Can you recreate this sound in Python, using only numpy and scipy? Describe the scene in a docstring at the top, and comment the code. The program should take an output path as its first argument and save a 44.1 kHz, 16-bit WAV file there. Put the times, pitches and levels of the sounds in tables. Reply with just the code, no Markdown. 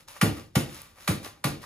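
"""A small, hard kitchen, with a pair of microphone ports close to the table.
A fist pounds four times on a wrapped cereal bar. Each blow crunches wrapper and bar and knocks the bar
against the wood, then thuds into the table top, which rings low, shudders and rebounds.
Between blows the wrapper rustles and snaps. Behind it all are short echoes and a low room tone.
The ports hear it with a phase shift between them, and a noise suppressor turns quiet treble down."""
import sys
import numpy as np
from scipy import signal
from scipy.fft import rfft, irfft, next_fast_len
from scipy.io import wavfile
from scipy.ndimage import uniform_filter1d

SR = 44100
rng = np.random.default_rng(int(sys.argv[2]) if len(sys.argv) > 2 else 0)


def master(y):
    """Save y as 16-bit WAV."""
    cut = np.clip(np.atleast_2d(y).T, -1, 1)
    pcm = np.round(cut * 32767)  # scale
    wavfile.write(sys.argv[1], SR, pcm.astype(np.int16))


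N = 72765
SIZE = next_fast_len(2 * N)
HZ = np.maximum(np.arange(SIZE // 2 + 1) * SR / SIZE, 1)


def amp(db):
    """dB to gain."""
    return 10 ** (np.asarray(db) / 20)


def rms_one(x):
    """Scale to rms 1."""
    return x / np.sqrt(np.mean(x ** 2) + 1e-20)


def at_hz(points, hz):
    """Read a table on a log-frequency axis."""
    freqs, values = np.transpose(points)
    return np.interp(np.log(hz), np.log(np.maximum(freqs, 1)), values)


def since(s):
    """Seconds after a moment, zero before."""
    return np.maximum(np.arange(N) / SR - s, 0)


def white():
    """White noise."""
    return rng.standard_normal(N)


def grains(per_s, spread_db):
    """Random clicks of uneven size and sign."""
    hits = rng.random(N) < per_s / SR
    sizes = amp(spread_db * np.minimum(rng.exponential(1, N), 4))
    return hits * sizes * rng.choice([-1, 1], N)


def modes(body, t, offsets_db):
    """Decaying sines of a struck body, signs alternating."""
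    return sum((-1) ** k * amp(db + offsets_db[k] - 60 * t / t60) * np.sin(2 * np.pi * hz * t)
               for k, (hz, db, t60) in enumerate(body))


# How alike diffuse sound is at the two ports: (frequency [Hz], likeness [0 to 1])
PORT_LIKENESS = [(60, 1), (250, 0.83), (600, 0.21), (2000, 0.17), (4000, 0.83), (7000, 0.54), (9000, 0.76),
                 (14000, .99)]
def spread(make):
    """Left and right spectra: two draws of a random sound, blended to a likeness set by frequency."""
    mid, side = rfft(make(), SIZE), rfft(make(), SIZE)
    alike = np.clip(at_hz(PORT_LIKENESS, HZ), 0, 1)
    return np.sqrt((1 + alike) / 2) * mid + np.sqrt((1 - alike) / 2) * side * [[1], [-1]]


def wide(make, spectrum):
    """A random sound, coloured and spread over both ports; rms 1."""
    return rms_one(irfft(spread(make) * amp(at_hz(spectrum, HZ)), SIZE)[:, :N])


# The kitchen's background: (frequency [Hz], relative level [dB])
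ROOM_TONE_SPECTRUM = [(15, -33), (25, 29), (64, 17.5), (1160, -5), (6560, -16.5), (8590, -21), (10400, -66),
                      (14400, -94), (16000, -48)]
def room_tone():
    """Faint steady noise all around the microphone, mostly rumble."""
    return amp(-58) * wide(white, ROOM_TONE_SPECTRUM)


# Decay of the kitchen's echoes: (frequency [Hz], time to fall 60 dB [s])
KITCHEN_DECAY = [(80, 0.46), (300, 0.34), (1000, 0.27), (4000, 0.36), (12000, 0.19)]
def kitchen_echo(x, onset_s=0.0048):
    """Hard walls nearby return diffuse echoes that die away at each octave's own rate."""
    noise, t, tail = spread(white), since(0), 0
    for hz in 40 * 2. ** np.arange(10):
        octave = np.cos(np.pi / 2 * np.clip(np.log2(HZ / hz), -1, 1)) ** 2
        t60 = at_hz(KITCHEN_DECAY, hz)
        tail = tail + irfft(noise * octave, SIZE)[:, :N] * amp(-60 * t / t60) / np.sqrt(t60)
    response = rms_one(tail * (1 - np.exp(-t / onset_s))) / np.sqrt(N)
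    return irfft(rfft(response, SIZE) * rfft(x.mean(axis=0), SIZE), SIZE)[:, :N]


# Modes of the bar striking the table: (frequency [Hz], relative level [dB], time to fall 60 dB [s])
BAR_MODES = [(529, -9.5, 0.038), (808.3, -7.5, 0.065), (1019, -7.5, 0.054), (1181, -0.5, 0.041),
             (1393.5, -5.5, 0.038), (1858, 2, 0.014), (2335, -2.5, 0.014)]
def bar_ring(t, tilt_db, luck_db=0):
    """The bar rings briefly on the table; tilt_db per octave makes the contact harder or softer."""
    octaves = np.log2(np.array(BAR_MODES)[:, 0] / 1000)
    return modes(BAR_MODES, t, tilt_db * octaves + luck_db)


# The foil from close by: (frequency [Hz], relative level [dB])
FOIL_SPECTRUM = [(180, -35), (300, -14), (480, -18), (558, -1), (717, -13.5), (970, -6), (5100, -12),
                 (8440, -15.5), (10500, -12.5), (16500, -19.5)]
# Stirring on the table between blows: (time [s], foil level [dB], bar level [dB])
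RUSTLE_LEVELS = [(0, -54, -71.5), (0.072, -75.5, -79), (0.083, -47, -61), (0.152, -52, -66),
                 (.17, -47.5, -52), (0.211, -62.5, -70), (.35, -54, -75), (.378, -45.5, -45),
                 (0.419, -56, -67.5), (0.502, -71.5, -91), (0.659, -58, -78), (.70, -50.5, -74),
                 (.76, -46, -65), (0.831, -53, -61.5), (0.942, -66.5, -75.5), (0.989, -55.5, -57),
                 (1.019, -50, -67), (1.07, -53.5, -65), (1.2, -63, -97), (1.256, -38.5, -43.5),
                 (1.301, -58.5, -64.5), (1.36, -69, -64), (1.43, -67.5, -79), (1.59, -67, -84),
                 (1.631, -44.5, -52), (1.65, -51, -47)]
def rustle():
    """The foil creaks in uneven grains while the bar scrapes and taps softly on the table."""
    times, foil_db, bar_db = np.transpose(RUSTLE_LEVELS)
    t = since(0)
    soft_tap = bar_ring(t[:SR // 10], tilt_db=-1.5)
    taps = rms_one(signal.fftconvolve(grains(per_s=700, spread_db=3), soft_tap)[:N])
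    foil = wide(lambda: grains(per_s=5000, spread_db=4.5), FOIL_SPECTRUM)
    return amp(np.interp(t, times, foil_db)) * foil + amp(np.interp(t, times, bar_db)) * taps


# Single snaps of the wrapper, close by: (time [s], level [dB], centre frequency [Hz])
WRAPPER_SNAPS = [(.078, -40, 6000), (0.0854, -28, 6800), (0.1648, -31, 1470), (.6954, -34, 3080),
                 (.7455, -25.5, 9700), (.756, -35, 9400), (.766, -37, 10000), (0.8179, -22.5, 13400),
                 (.9853, -40.5, 1410), (1.007, -42, 10000), (1.2479, -24.5, 4600), (1.2575, -38, 7040),
                 (1.265, -31.5, 654), (1.625, -45, 8000), (1.640, -31.5, 1560)]
def snaps():
    """Each snap is a short broad ring of three unrelated pitches; lower ones last longer."""
    out = 0
    for s, db, hz in WRAPPER_SNAPS:
        t = since(s)
        fall_s = 0.00017 + 0.46 / hz
        ring = sum(np.sin(2 * np.pi * hz * ratio * t) for ratio in (.68, .83, 1.1))
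        out = out + amp(db) * t / fall_s * np.exp(-t / fall_s) * ring
    return out


# The table springing back after the blows: (time [s], level [dB])
TABLE_REBOUNDS = [(.276, -16.5), (.582, -16), (0.5919, -19.5), (1.1176, -21.5), (1.149, -32), (1.4679, -20),
                  (1.4744, -22)]
def rebounds(hz=212, cycles=1.5):
    """The table rebounds against the fist, one short low pulse each time."""
    out = 0
    for s, db in TABLE_REBOUNDS:
        turns = np.minimum(since(s) * hz, cycles)
        out = out - amp(db) * np.sin(np.pi * turns / cycles) * np.sin(2 * np.pi * turns)
    return out


# The shaking table: (frequency [Hz], relative level [dB])
SHUDDER_SPECTRUM = [(15, -36), (25, -6), (96, 1), (248, -4), (310, -1), (389, -10), (438, -5.5), (708, -14),
                    (786, -14), (900, -19.5), (1170, -27), (1980, -120)]
def shudder(t, fall_s=0.059, tail_s=0.063):
    """The table and the things on it shake after a blow."""
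    envelope = amp(-14) * (np.exp(-t / fall_s) + amp(-24) * np.exp(-t / tail_s))
    return envelope * wide(lambda: grains(per_s=900, spread_db=3), SHUDDER_SPECTRUM)


# Modes of the table top: (frequency [Hz], relative level [dB], time to fall 60 dB [s])
TABLE_MODES = [(92.45, -27, 0.67), (155.2, -26.5, 0.55), (203.7, -16, 0.2), (246.6, -25.5, 0.28),
               (277.2, -24.5, 0.24), (314, -23, 0.4), (350.6, -24, 0.39), (419.7, -29.5, 0.31)]
def table_ring(t, spread_db=3.5, rise_per_s=240):
    """The table top rings low and shudders; each blow excites its modes a little differently."""
    ring = modes(TABLE_MODES, t, rng.normal(0, spread_db, len(TABLE_MODES)))
    return (1 - np.exp(-t * rise_per_s)) * (ring + shudder(t))


def knock(t, tilt_db, rise_s=0.0029, spread_db=0.5):
    """The fist drives the bar hard against the table."""
    luck_db = rng.normal(0, spread_db, len(BAR_MODES))
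    return (1 - np.exp(-t / rise_s)) * bar_ring(t, tilt_db, luck_db)


# Wrapper and bar breaking, from close by: (frequency [Hz], relative level [dB])
CRUNCH_SPECTRUM = [(240, -38), (400, -5), (1870, -4.5), (6900, -14), (10500, -11), (12100, -15),
                   (13100, -14), (14800, -17), (15700, -26), (16500, -54)]
def crunch(t, attack_s=0.0057, fall_s=0.0049, crumble_s=0.035):
    """Dense fractures swell within milliseconds of contact, fall fast, then crumble on."""
    swell = np.minimum(t / attack_s, 1) ** 2
    after_peak = np.maximum(t - attack_s, 0)
    fall = np.exp(-after_peak / fall_s) + amp(-2.5) * np.exp(-after_peak / crumble_s)
    return swell * fall * wide(lambda: grains(per_s=9000, spread_db=2), CRUNCH_SPECTRUM)


def thud(t, hz, length_s, peak_share, sharpness=1.23):
    """A few low cycles swell in the table top and are damped by the fist."""
    ramp = np.interp(t / length_s, [0, peak_share, 1], [0, 1, 0])
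    press = np.sin(np.pi / 2 * ramp) ** sharpness
    return press * np.sin(2 * np.pi * hz * t)


# The fist landing near the microphone: (time [s], crunch level [dB], knock level [dB],
# knock tilt [dB per octave], thud delay [s], thud level [dB], thud frequency [Hz], thud length [s],
# thud peak [share of its length], table ring level [dB])
FIST_BLOWS = [(0.2103, -22.5, -16.5, 7, 0.01523, -10, 173, .018, 0.44, -7),
              (0.551, -25, -23.5, 0, .012, -10.5, 158.5, 0.016, 0.51, -11.5),
              (1.0734, -25.5, -23, 5.5, .0138, -15.5, 164.8, .023, 0.41, -13),
              (1.438, -27, -19, -1.5, 0.01092, -19, 161.4, 0.021, 0.24, -14)]
def blows(knock_delay_s=0.003, low_cut_hz=447):
    """The fist crushes the bar, then reaches the table: returns bass-free contact and low table sound."""
    contact, table = 0, 0
    for s, crunch_db, knock_db, tilt_db, delay_s, thud_db, hz, length_s, peak, ring_db in FIST_BLOWS:
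        contact = contact + amp(crunch_db) * crunch(since(s))
        contact = contact + amp(knock_db) * knock(since(s + knock_delay_s), tilt_db)
        t = since(s + delay_s)
        table = table + amp(thud_db) * thud(t, hz, length_s, peak) + amp(ring_db) * table_ring(t)
    low_cut = signal.butter(2, low_cut_hz, "high", fs=SR, output="sos")
    return signal.sosfilt(low_cut, contact), table


def scene():
    """Wrapper, bar and table from close by, with the kitchen's echo and room tone behind them."""
    contact, table = blows()
    bright, ticks, low = contact + rustle(), snaps(), table + rebounds()
    echo = kitchen_echo(amp(-3) * bright + amp(-9.5) * ticks + amp(-12) * low)
    return bright + ticks + low + echo + room_tone()


def suppress_noise(x, threshold_db=-59.5, slope=0.57, window_s=0.016, above_hz=500):
    """Above the bass, sound loses a further `slope` dB for each dB it lies under the threshold."""
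    bass = signal.sosfiltfilt(signal.butter(2, above_hz, fs=SR, output="sos"), x)
    upper = x - bass
    power = uniform_filter1d(np.mean(upper ** 2, axis=0), int(window_s * SR))
    level_db = 10 * np.log10(power + 1e-12)
    return bass + upper * amp(slope * np.minimum(level_db - threshold_db, 0))


# Phase between the microphone ports: (frequency [Hz], left lead [rad])
PORT_LEAD = [(0, 0), (1890, .1), (3190, 1.3), (5800, 1.5), (8500, -3.14), (10200, -6.3), (12050, -9.42),
             (13800, -12.5), (15400, -15.7), (17000, -17)]
# Balance between the ports: (frequency [Hz], left minus right [dB])
PORT_LEVELS = [(60, 0.5), (110, -1.5), (200, -0.5), (380, 1.5), (700, -0.5), (1290, 0.5), (2380, 0),
               (4400, 3.5), (8120, 1), (15000, -1)]
def record(dry, low_cut_hz=56.3, stopband_hz=16700):
    """The two ports differ in phase and level; deep bass, quiet treble and the very top are cut."""
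    hz, lead = np.transpose(PORT_LEAD)
    left = np.exp(.5j * np.interp(HZ, hz, lead)) * amp(at_hz(PORT_LEVELS, HZ) / 2)
    ports = irfft(rfft(dry, SIZE) * [left, 1 / left], SIZE)[:, :N]
    low_cut = signal.butter(3, low_cut_hz, "high", fs=SR, output="sos")
    high_cut = signal.cheby2(12, 60, stopband_hz, fs=SR, output="sos")
    return signal.sosfilt(high_cut, suppress_noise(signal.sosfilt(low_cut, ports)))


dry = scene()
out = record(dry)
master(out)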